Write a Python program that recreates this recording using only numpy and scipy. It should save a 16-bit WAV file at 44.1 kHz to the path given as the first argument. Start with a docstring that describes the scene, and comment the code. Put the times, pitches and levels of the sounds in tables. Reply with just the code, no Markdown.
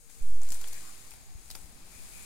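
"""Tall pasture grass swishes and crackles close by on the left as cattle graze.
Blades and stalks brush as noise mixed with tiny clicks; sliding stalks rasp in narrow resonances.
Stems snap in two short runs, each snap a crack, a ring and a dull knock.
Light wind nudges the microphone. Far off, over the dull background of open country,
an insect trills and an animal's faint, level call dies away."""
import sys
import numpy as np
from scipy import signal
from scipy.fft import rfft, irfft
from scipy.io import wavfile

SR = 44100
rng = np.random.default_rng(int(sys.argv[2]) if len(sys.argv) > 2 else 0)


def master_out(mix):
    """Clip the mix to full scale and print it as 16-bit PCM to the path in sys.argv[1]."""
    frames = np.transpose(np.atleast_2d(mix))
    ceiling = np.clip(frames, -1, 1)
    pcm = np.round(ceiling * 32767).astype(np.int16)
    wavfile.write(sys.argv[1], SR, pcm)


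N = 99225
TIME_S = np.arange(N) / SR
FREQS_HZ = np.arange(N // 2 + 1) * SR / N


def from_db(db):
    """Decibels to gain."""
    return 10 ** (np.asarray(db) / 20)


def unit_rms(x):
    """Scale to unit rms."""
    return x / np.sqrt(np.mean(x ** 2) + 1e-20)


def in_time(rows):
    """Each value column of a time table at every sample."""
    time_s, *columns = np.transpose(rows)
    return [np.interp(TIME_S, time_s, column) for column in columns]


def across_hz(rows):
    """A spectrum table at every FFT bin, interpolated in log frequency."""
    freq_hz, values = np.transpose(rows)
    return np.interp(np.log(FREQS_HZ + 1e-3), np.log(freq_hz), values)


def pan(lean_db):
    """Constant-power stereo gains; lean is left minus right."""
    gains = from_db(np.array([[.5], [-.5]]) * lean_db)
    return gains / np.sqrt(np.mean(gains ** 2, axis=0))


def band(x, centre_hz, width_hz, order=2):
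    """Band-pass, unit rms."""
    edges_hz = [centre_hz - width_hz / 2, centre_hz + width_hz / 2]
    return unit_rms(signal.sosfilt(signal.butter(order, edges_hz, "band", fs=SR, output="sos"), x))


def white():
    """Uncorrelated stereo noise."""
    return rng.standard_normal((2, N))


def colour(pair, spectrum, lean_db):
    """Give two independent signals a spectrum, a correlation and a lean; unit rms."""
    # Left-right likeness: freq_hz, correlation
    likeness = [(30, 0.011), (200, 0.69), (700, 0.32), (1500, 0), (3000, .15), (6000, 0), (15000, 0)]
    correlation = across_hz(likeness)
    mid, side = rfft(pair)
    stereo = np.sqrt(1 + correlation) * mid + np.sqrt(1 - correlation) * side * [[1], [-1]]
    return unit_rms(irfft(stereo * from_db(across_hz(spectrum)) * pan(lean_db), N))


def grass_swish():
    """Bright blades and duller stalks brush past one another."""
    # Swish strength, before trim: time_s, blades_db, stalks_db
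    swish = [(0, -63.5, -72.5), (.085, -62, -66.5), (.11, -57.5, -63), (.39, -60, -62.5), (.47, -56, -58),
             (.56, -53.5, -55.5), (.76, -54, -56), (.9, -55, -56.5), (.97, -57, -58), (1.13, -57.5, -60),
             (1.19, -61.5, -61.5), (1.36, -63.5, -63), (1.46, -59, -62), (1.62, -57.5, -61),
             (1.72, -61.5, -61.5), (1.83, -62, -61), (1.95, -56.5, -59), (2.2, -54, -56.5)]
    # Blade hiss: freq_hz, density_db
    blade_spectrum = [(3000, -18.5), (5900, -9), (6500, -2), (7300, -1.5), (8200, -2), (9000, -0.5),
                      (11000, -5), (13000, -10.5), (15700, -14.5)]
    # Stalk brushing: freq_hz, density_db
    stalk_spectrum = [(350, -4.5), (550, -11.5), (800, -3), (1200, 0.5), (1700, -0.5), (2450, 2.5),
                      (2900, -3.5), (4000, -0.5), (5100, 1), (6300, -8.5), (9000, -12.5)]
    # Mostly leftward balance: freq_hz, lean_db
    lean = [(400, -2.5), (1200, 2), (2400, 3.5), (4000, 1), (5500, 5), (7000, 9.5), (9000, 14),
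            (11000, 11.5), (15000, 10.5)]
    blade_trim_db, stalk_trim_db = 4, 1.5
    blades_db, stalks_db = in_time(swish)
    blades = colour(friction(), blade_spectrum, across_hz(lean))
    stalks = colour(friction(), stalk_spectrum, across_hz(lean))
    return from_db(blades_db + blade_trim_db) * blades + from_db(stalks_db + stalk_trim_db) * stalks


def friction():
    """Smooth rubbing plus the tiny clicks of blades catching on each other."""
    clicks_per_s, spread_db, click_share = 1800, 2.5, 0.22
    catches = rng.random(N) < clicks_per_s / SR
    click_db = spread_db * np.minimum(rng.exponential(1, N), 4)
    clicks = unit_rms(catches * from_db(click_db) * white())
    return np.sqrt(click_share) * clicks + np.sqrt(1 - click_share) * white()


def stem_snaps():
    """Each stem tears for a few milliseconds: bright crack, brief ring, dull knock, short tail."""
    # Breaking stems: start_s, level_db, tear_s, ring_hz, ring_db, knock_db, lean_db
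    snaps = [(.097, -54, 0.0043, 7200, 4, -6.5, 21), (0.4167, -42.5, .0015, 6800, 7, -8.5, 11),
             (.4318, -40.5, 0.0025, 8200, 9, -15, 16), (.489, -42, 0.0022, 6800, 4, -14, 14),
             (0.5036, -35, 0.0019, 7850, 10, -25, 16), (0.52, -33.5, 0.0018, 9700, -4, -11.5, 11),
             (0.5239, -37.5, 0.002, 7000, 13, -18, 5), (.5415, -39.5, 0.0023, 8000, 12, -21, 19),
             (.5445, -38.5, 0.0013, 8800, 6, -30, 12), (.551, -52.5, 0.0025, 6900, 11, -2, 27),
             (.613, -40.5, 0.0034, 7140, 0, -12, 10), (.640, -46, 0.0039, 3130, 11, -3, 6),
             (.673, -45, 0.0045, 7500, -6, -14, 10), (.679, -46.5, 0.0073, 8060, -15, -24, 6),
             (.7265, -44.5, 0.0026, 6700, 2, -12, 4), (0.7306, -44.5, 0.0037, 10000, -14, -34, 10),
             (0.743, -45, 0.0011, 7000, -2, -18, 10), (0.778, -47.5, 0.0033, 7300, 13, -24, 17),
             (1.107, -47.5, 0.0041, 8200, -22, -29, 10), (1.116, -52.5, 0.0043, 2390, 8, -6, 2),
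             (1.137, -49, 0.0015, 9700, 1, -6.5, 6), (1.502, -40.5, 0.0034, 4930, -2, -11.5, 3),
             (1.5104, -41.5, 0.004, 3880, -4.5, -15.5, 3), (1.551, -42, 0.0031, 5000, -2, -4, 0),
             (1.5538, -40.5, 0.0013, 9600, 1, -7, 9)]
    # Tearing fibres: freq_hz, density_db
    tear_spectrum = [(1500, -22.5), (3000, -7), (5000, -1.5), (7500, -2), (10000, -3.5), (13000, -3),
                     (15700, -9)]
    # Tearing balance, added to each snap's own: freq_hz, lean_db
    tear_lean = [(4000, -5), (6000, -2.5), (8000, -1.5), (10000, 5), (15000, 6)]
    # Thick-stem resonances: centre_hz, width_hz, gain_db
    knock_modes = [(840, 193, 2), (1370, 240, -4), (2000, 700, -4.5)]
    attack_s, decay_s, tail_s, tail_db, ring_q = 0.00045, 0.0012, 0.022, -12, 11.5
    out = np.zeros((2, N + SR))
    age_s = TIME_S[:SR // 10]
    tearing = colour(white(), tear_spectrum, across_hz(tear_lean))
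    for start_s, level_db, tear_s, ring_hz, ring_db, knock_db, lean_db in snaps:
        span = int(start_s * SR) + np.arange(len(age_s))
        fibres = rng.standard_normal((3, len(age_s)))
        after_s = np.maximum(age_s - tear_s, 0)
        release = np.maximum(np.exp(-after_s / decay_s), from_db(tail_db) * np.exp(-after_s / tail_s))
        envelope = np.minimum(age_s / attack_s, 1) * release
        ring = from_db(ring_db) * band(fibres[:2], ring_hz, ring_hz / ring_q, order=1)
        crack = unit_rms(envelope * (tearing[:, span] + ring))
        knock = sum(from_db(gain_db) * band(envelope * fibres[2], centre_hz, width_hz, order=1)
                    for centre_hz, width_hz, gain_db in knock_modes)
        snap = crack * pan(lean_db) + from_db(knock_db) * unit_rms(knock) * pan(lean_db=4)
        out[:, span] += from_db(level_db) * np.sqrt(np.mean(envelope ** 2)) * snap
    return out[:, :N]


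def stalk_rubs():
    """Stalks slide over one another, each in one narrow resonance that swells and fades."""
    # Rasps: start_s, length_s, centre_hz, width_hz, level_db, lean_db
    rubs = [(.69, .14, 2050, 700, -57, 9), (0.809, .13, 1220, 350, -61, -3.5),
            (.84, 0.084, 7200, 350, -55.5, 12), (1.096, 0.57, 797, 160, -71.5, 2),
            (1.874, 0.2, 2380, 257, -62, 8), (2.077, 0.21, 2430, 220, -58, 8)]
    out = np.zeros((2, N))
    for start_s, length_s, centre_hz, width_hz, level_db, lean_db in rubs:
        swell = np.sin(np.pi * np.clip((TIME_S - start_s) / length_s, 0, 1))
        out += from_db(level_db) * swell * band(white(), centre_hz, width_hz) * pan(lean_db)
    return out


def wind():
    """Air on the microphone: low rumble, one slow push, a few soft bumps."""
    # Wind rumble: freq_hz, density_db
    spectrum = [(5, 13.5), (12, 3.5), (25, 1.5), (50, -6), (100, -11.5), (200, -25), (400, -28.5),
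                (800, -37), (3000, -42), (15000, -60)]
    # Rumble strength: time_s, level_db
    strength = [(0, -53.5), (.12, -56), (.22, -42.5), (.55, -46), (.9, -50.5), (1.5, -48), (1.85, -48),
                (2.25, -46)]
    # Low bumps: start_s, level_db, pitch_hz, decay_s, lean_db
    bumps = [(.287, -38.5, 44.36, .05, 0), (0.509, -47.5, 216, 0.0062, 2.5), (1.352, -32.5, 47, 0.0059, 20),
             (1.558, -45, 42.8, 0.0064, 9), (1.643, -36.5, 56, 0.0046, 24)]
    push_start_s, push_gain_db, rise_s, hold_s, fall_s = .21, -15, 0.039, 0.18, 0.17
    out = from_db(in_time(strength)[0]) * colour(white(), spectrum, lean_db=3.5)
    age_s = np.maximum(TIME_S - push_start_s, 0)
    past_hold_s = rise_s * np.logaddexp(0, (age_s - hold_s) / rise_s)  # soft knee
    out += from_db(push_gain_db) * (1 - np.exp(-age_s / rise_s)) * np.exp(-past_hold_s / fall_s)
    for start_s, level_db, pitch_hz, decay_s, lean_db in bumps:
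        age_s = np.maximum(TIME_S - start_s, 0)
        envelope = 2 * (1 - np.exp(-2 * age_s / decay_s)) * np.exp(-age_s / decay_s)
        out += from_db(level_db) * envelope * np.sin(2 * np.pi * pitch_hz * age_s) * pan(lean_db)
    return out


def insect():
    """Thin, quickly throbbing trill: an even tone with a hoarse fringe."""
    # Trill strength: time_s, level_db
    strength = [(0, -73), (.9, -69), (1.1, -67.5), (1.3, -64.5), (1.47, -67), (1.65, -82), (2.25, -69)]
    pitch_hz, tone_width_hz, fringe_width_hz, fringe_gain = 6610, 59, 250, 0.86
    throb_hz, throb_depth = 44, 0.45
    throb = 1 + throb_depth * np.sin(2 * np.pi * throb_hz * TIME_S)
    narrow_noise = band(white(), pitch_hz, tone_width_hz)[0]
    tone = np.sin(np.angle(signal.hilbert(narrow_noise)))  # wandering phase, constant amplitude
    fringe = fringe_gain * band(white(), pitch_hz, fringe_width_hz)
    return from_db(in_time(strength)[0]) * unit_rms(throb * (tone + fringe)) * pan(lean_db=5)


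def far_call():
    """A distant animal holds one almost pure note."""
    # Call contour: time_s, pitch_hz, level_db
    contour = [(0, 488, -81), (.05, 465, -70.5), (.11, 462, -88), (.15, 460.5, -71), (.3, 460, -73.5),
               (.37, 459, -65.5), (.5, 462.4, -70), (.7, 460.6, -69), (.75, 460, -72), (.8, 452, -120)]
    pitch_hz, level_db = in_time(contour)
    return from_db(level_db) * unit_rms(np.sin(2 * np.pi * np.cumsum(pitch_hz) / SR))


def open_country():
    """Soft, dull background noise of open land."""
    # Background colour: freq_hz, density_db
    spectrum = [(90, -1.5), (180, 1.5), (350, -5), (520, -8), (800, -5.5), (1100, -16.5), (3000, -33),
                (12000, -51)]
    # Background strength: time_s, level_db
    strength = [(0, -71), (.2, -67.5), (.62, -68.5), (.78, -61.5), (1.2, -64.5), (1.45, -69.5),
                (1.6, -61.5), (2.25, -62.5)]
    return from_db(in_time(strength)[0]) * colour(white(), spectrum, lean_db=1.0)


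def scene():
    """Grass close by, wind on the microphone, animals far off."""
    return grass_swish() + stalk_rubs() + stem_snaps() + wind() + open_country() + insect() + far_call()


def record(dry):
    """Steep low-pass on the top treble."""
    cutoff_hz = 15800
    return signal.sosfilt(signal.ellip(12, .1, 80, cutoff_hz, fs=SR, output="sos"), dry)


dry = scene()
out = record(dry)
master_out(out)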